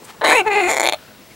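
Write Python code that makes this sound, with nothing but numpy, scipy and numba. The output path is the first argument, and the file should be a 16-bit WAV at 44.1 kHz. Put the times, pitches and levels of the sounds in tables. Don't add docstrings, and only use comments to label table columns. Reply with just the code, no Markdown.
import sys
import numpy as np
from scipy import signal
from scipy.io import wavfile
from scipy.ndimage import uniform_filter1d
from numba import njit

SR = 44100
rng = np.random.default_rng(int(sys.argv[2]) if len(sys.argv) > 2 else 0)


def decibels_to_gain(level_db):
    exponent = np.asarray(level_db, float) / 20
    return 10 ** exponent


def log_audio(samples):
    frames = np.atleast_2d(samples).T
    limited = np.clip(frames, -1, 1)
    pcm = np.round(limited * 32767).astype(np.int16)
    wavfile.write(sys.argv[1], SR, pcm)


N = 59535
LEFT_RIGHT = np.array([[1], [-1]])

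# pitch in Hz, level in dB per Hz.
AIR = [(15, -66), (25, -23), (119, -7.5), (204, -6.5), (826, -14.5), (1050, -18), (2360, -18), (9550, -26),
       (15500, -24)]
# middle in seconds, length in seconds, pitch in Hz, width in Hz,
# level in dB.
RUSTLES = [(0.089, 0.041, 1400, 1700, -43.5), (0.166, 0.031, 250, 210, -55),
           (0.074, 0.044, 8100, 3300, -53.5), (1.04, 0.09, 1455, 130, -49), (0.48, 0.027, 2300, 200, -52),
           (0.7, 0.0088, 760, 300, -63), (0.477, 0.027, 100, 120, -43), (0.56, 0.0085, 300, 460, -27.5),
           (.69, 0.021, 68, 43, -45.5), (0.227, 0.036, 150, 105, -40.5), (1.22, 0.011, 2300, 200, -54),
           (1.315, .02, 2200, 130, -56)]
# time in seconds, level in dB, level of the bright closing edge in dB.
ONSET = [(.208, -50, -20), (.222, -22, -12), (.235, -19, -10), (.245, -22, -3), (.26, -24, 4), (.3, -23, 5),
         (.335, -20, 3)]
FIRST = [(0.347, -16.5, -1.5), (0.358, -13, 0.5), (0.377, -12.5, -1), (0.394, -14.5, -0.5),
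         (0.417, -15.5, -5), (0.42, -31, -3), (.434, -31.5, -32), (.448, -28.5, -13)]
SECOND = [(.46, -24.5, -11), (0.464, -15, -9.5), (0.481, -14.5, -2), (.495, -19.5, -14.5), (.52, -16, -0.5),
          (.55, -15, -3), (0.58, -12.5, -4.5), (.624, -17, -1), (0.686, -17.5, -3.5)]
FLUTTER = [(.69, -22, -3), (.748, -22, -8), (.753, -40, -10), (.764, -21, -10), (.771, -45, -10),
           (.822, -45, -10), (.83, -24, -6), (.853, -21, -6), (.858, -55, -10)]
LAST = [(.932, -55, -16), (.936, -19, -16), (.945, -18, -16), (.949, -60, -16)]
# time in seconds, pitch in Hz.
PITCH_ONSET = [(.21, 440.7), (.24, 499.5), (.26, 462.3), (.33, 477.1)]
PITCH_FIRST = [(.345, 515), (.357, 505), (.374, 470), (.386, 448), (.398, 412), (.412, 398), (.423, 350),
               (.436, 346)]
PITCH_SECOND = [(.448, 375), (.464, 440), (.482, 422), (.494, 418), (.512, 399), (.53, 401), (.548, 390),
                (.568, 428), (.59, 407), (.602, 397), (.626, 353), (.65, 359), (.664, 362), (.682, 384)]
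PITCH_FLUTTER = [(.695, 450), (.76, 523), (.85, 607), (.94, 649.6)]
# time in seconds, roughness from 0 to 1.
ROUGH = [(.2, .5), (.25, .6), (.338, .55), (.352, .12), (.45, .08), (.52, .08), (.676, .07), (.684, .5),
         (.72, .25), (.85, .25), (.93, .1)]
PARTIALS_DB = [0.5, 0.5, -13, -12]
# time in seconds, slope in dB per partial.
PURITY = [(.24, 0), (.255, 4), (.335, 4), (.355, 0), (.68, 0), (.695, -6), (.9, -12)]
# start in seconds, gap in seconds, number of slaps, first level in dB,
# last level in dB.
CREAKS = [(.2126, .0045, 2, -17, -12), (.2396, .0022, 2, -13, -11), (.2462, .0032, 3, -3, -4),
          (.2591, .00645, 7, -5, -4), (.3042, .00648, 8, -4, -7), (.6873, .0045, 7, -8, -8),
          (.7206, .0069, 3, -12, -11), (.7417, .0047, 2, -10, -10), (.7545, .0058, 2, -13, -16),
          (.768, .0076, 3, -6, -9), (.7977, .0088, 3, -4, -6), (.8263, .004, 1, -15, -15),
          (.83, .0062, 4, -8, -9), (.8562, .0083, 3, -4, -3), (.8877, .008, 2, -4, -6),
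          (.9236, .01, 1, -6, -6), (.934, .011, 2, -12, -15)]
# time in seconds, beak resonance in Hz, level of the pair above it in dB,
# treble level in dB.
BEAK = [(.21, 1730, -6.5, -38), (.243, 1830, -1.5, -3.5), (.255, 2000, 0, -2), (.32, 2204, -3, 1.5),
        (.4, 2560, -11, -5.5), (.46, 2250, -7.5, -8), (.6, 2326, -4.5, -7.5), (.675, 2225, -7.5, -2),
        (.7, 2176, -3.5, 8), (.8, 2166, -4.5, 6), (.86, 2250, 5.5, 6), (.93, 2250, 8.5, 2.5)]
# time in seconds, posture number from 0 to 2.
POSTURE = [(.41, 0), (.46, 1), (.82, 1), (.85, 2)]
# pitch in Hz, level in dB.
THIRD = [
    [(3050, -7), (3950, -3.5)],
    [(3450, -6), (4300, -10)],
    [(3500, -6.5), (4300, -13.5)],
]
# pitch in Hz, level in dB.
UPPER = [
    [(5600, -24.5), (6750, -12.5), (8100, -11.5), (9650, -11), (12200, -17.5), (13200, -30), (14200, -24)],
    [(5700, -19), (7060, -10), (8200, -18), (9400, -14.5), (11400, -24), (12900, -22), (13900, -22)],
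    [(6100, -21), (7100, -15.5), (8700, -19), (9600, -11.5), (11700, -16.5), (13100, -18), (14400, -32)],
]
THIRD_WIDTHS = [700, 560]
UPPER_WIDTHS = [1190, 770, 1300, 1360, 1300, 1300, 1300]
# time in seconds, peak level in dB, pitch in Hz.
TICKS = [
    (2.9, -23.5, 2400),
    (0.78, -30, 6150),
    (0.99, -37, 3000),
    (1.152, -39, 9200),
    (1.31, -46, 4500),
]


@njit
def svf(x, hz, width):
    y, b, l = np.empty(len(x)), 0., 0.
    for i in range(len(x)):
        g, k = np.tan(np.pi * hz[i] / SR), width / hz[i]
        v = (b + g * (x[i] - l)) / (1 + g * (g + k))
        b, l, y[i] = 2 * v - b, l + 2 * g * v, k * v
    return y


def band(x, hz, width):
    return svf(x + 1e-18, np.zeros(N) + hz, float(width))


def ring(x, hz, width):
    return band(band(x, hz, width), hz, width) * SR / (2 * width)


def curve(table, axis=1):
    table = np.array(table, float)
    return np.interp(np.arange(N) / SR, table[:, 0], table[:, axis])


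def walk(rate):
    hold = int(SR / rate)
    steps = np.repeat(rng.standard_normal(N // hold + 1), hold)
    return 1.4 * uniform_filter1d(uniform_filter1d(steps, hold), hold)[:N]


def unit(x):
    return x / np.sqrt(np.mean(x ** 2))


def air():
    out, table = 0, np.array(AIR)
    for hz in 30 * 2 ** np.arange(0, 9.1, .5):
        mid, side = (band(band(rng.standard_normal(N), hz, hz / 2), hz, hz / 2) for _ in range(2))
        db = np.interp(np.log(hz), np.log(table[:, 0]), table[:, 1]) + 0.96 * walk(10.0)
        out = out + decibels_to_gain(db) * (mid + np.clip(60 / hz, .13, .6) * side * LEFT_RIGHT)
    return unit(out) * decibels_to_gain(-45.5)


def whine():
    tone = np.sqrt(2) * np.sin(2 * np.pi * 15736 * np.arange(N) / SR)
    return decibels_to_gain(-59.5 + 3.7 * walk(41.2)) * tone


def rustles():
    out, t = 0, np.arange(N) / SR
    for at, length, hz, width, db in RUSTLES:
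        grain = unit(band(rng.standard_normal(N), hz, width)) * decibels_to_gain(3.6 * walk(70.36))
        out = out + decibels_to_gain(db) * grain * np.exp(-((t - at) / length) ** 2)
    return out


def bank(x, postures, widths):
    rows, at = np.array(postures, float), curve(POSTURE)
    order, out = np.arange(len(rows)), 0
    for k, width in enumerate(widths):
        hz = np.interp(at, order, rows[:, k, 0])
        db = np.interp(at, order, rows[:, k, 1])
        out = out + (-1) ** k * decibels_to_gain(db) * ring(x, hz, width)
    return out


def tract(x, snap, split_hz, beak_width, upper_db):
    pair = decibels_to_gain(curve(BEAK, axis=2)) * bank(x, THIRD, THIRD_WIDTHS)
    treble = decibels_to_gain(curve(BEAK, axis=3)) * bank(snap, UPPER, UPPER_WIDTHS)
    beak = ring(x, curve(BEAK) + split_hz, beak_width) + ring(x, curve(BEAK) - split_hz, beak_width)
    return -decibels_to_gain(upper_db) * (pair + treble) - beak / 2


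def voice():
    table, rough = ONSET + FIRST + SECOND + FLUTTER + LAST, curve(ROUGH)
    hz = curve(PITCH_ONSET + PITCH_FIRST + PITCH_SECOND + PITCH_FLUTTER)
    cycles = np.cumsum(hz * (1 + 0.27 * rough * walk(350))) / SR
    low = 0
    for k, db in enumerate(PARTIALS_DB):
        shake_db = 5.0 * rough * walk(119.2) + 9.3 * rough * walk(450)
        low = low + decibels_to_gain(db + k * curve(PURITY) + shake_db) * np.cos(2 * np.pi * (k + 1) * cycles)
    late = cycles + 0.12
    edge = np.maximum(0, 1 - np.abs(late - np.round(late)) * SR / hz) * decibels_to_gain(1.5 * walk(350))
    breath = unit(rng.standard_normal(N) * (0.64 + np.cos(2 * np.pi * late)))
    breath = decibels_to_gain(-5) * breath * edge.std()
    hiss = decibels_to_gain(3.5) * ring(breath, 9480, 14000)
    drive = edge + breath + hiss
    bright = unit(tract(drive, drive, split_hz=181, beak_width=290, upper_db=-6.5))
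    bright = bright * decibels_to_gain(curve(table, axis=2) + 3.3 * rough * walk(192.6))
    pipe_breath = decibels_to_gain(-18) * unit(ring(breath, 860, 810))
    return decibels_to_gain(curve(table)) * (bright - unit(low) + pipe_breath)


def creak():
    scatter_db, jitter_s, air_s = 1.2, .00022, .0013
    x = np.zeros(N)
    for start, gap, count, first_db, last_db in CREAKS:
        count = int(count)
        chance = rng.standard_normal((2, count))
        at = (start + gap * np.arange(count) + jitter_s * chance[0]) * SR
        size = decibels_to_gain(np.linspace(first_db, last_db, count) + scatter_db * chance[1])
        np.add.at(x, at.astype(int), size * (1 - at % 1))
        np.add.at(x, at.astype(int) + 1, size * (at % 1))
    spit = signal.lfilter([1], [1, -np.exp(-1 / (air_s * SR))], x) * rng.standard_normal(N)
    spit = decibels_to_gain(-3) * band(spit, 8200, 12300) / np.sqrt(air_s * SR / 2)
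    slap = x + spit
    pipe = decibels_to_gain(-1.5) * ring(x, 715, 480) + decibels_to_gain(-8.0) * ring(x, 478, 486)
    pipe = pipe + decibels_to_gain(-9.0) * ring(slap, 1395, 1060)
    snap = np.roll(slap, int(.0004 * SR)) * decibels_to_gain(1.5 * walk(150))
    push = np.where(np.arange(N) < .853 * SR, 1, -1)
    return decibels_to_gain(-4.5) * tract(slap, snap, split_hz=0, beak_width=400, upper_db=0) + push * pipe


def roof(x):
    t60_s, level_db, dull_hz, spread = 0.08, -17, 2600, 0.1
    t = np.arange(SR // 3) / SR
    tail = rng.standard_normal((2, len(t))) * decibels_to_gain(-60 * t / t60_s) * (t > .003)
    tail = tail[0] + spread * tail[1] * LEFT_RIGHT
    tail = signal.lfilter(*signal.butter(1, dull_hz, fs=SR), tail)
    tail = tail / np.sqrt(np.sum(tail[0] ** 2))
    return decibels_to_gain(level_db) * signal.fftconvolve(x[None], tail, axes=1)[:, :N]


def ticks():
    out = 0
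    for at, db, hz in TICKS:
        click = 1. * (np.arange(N) == int(at * SR))
        out = out + decibels_to_gain(db) * ring(click, hz, hz / 3)
    return out


def scene():
    garden = air() + whine() + rustles() + ticks()
    rumble_cut = signal.butter(1, 140, "high", fs=SR, output="sos")
    bird = signal.sosfiltfilt(rumble_cut, voice() + decibels_to_gain(-3) * creak())
    bass = decibels_to_gain(-10.5) * signal.lfilter(*signal.butter(1, 450, fs=SR), bird)
    treble = decibels_to_gain(-14) * np.roll(band(bird, 10500, 7000), int(.0004 * SR))
    near = bird * decibels_to_gain(1.5 * LEFT_RIGHT / 2) + (bass + treble) * LEFT_RIGHT
    return near + roof(bird) + garden * decibels_to_gain(1.1 * LEFT_RIGHT)


def low_pass(x):
    return signal.sosfilt(signal.butter(12, 16150, fs=SR, output="sos"), x)


def record(dry):
    rounded = np.tanh(1.05 * dry) / 1.02
    top_cut = signal.ellip(8, .2, 70, 15950, fs=SR, output="sos")
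    return low_pass(signal.sosfilt(top_cut, rounded))


dry = scene()
out = record(dry)
log_audio(out)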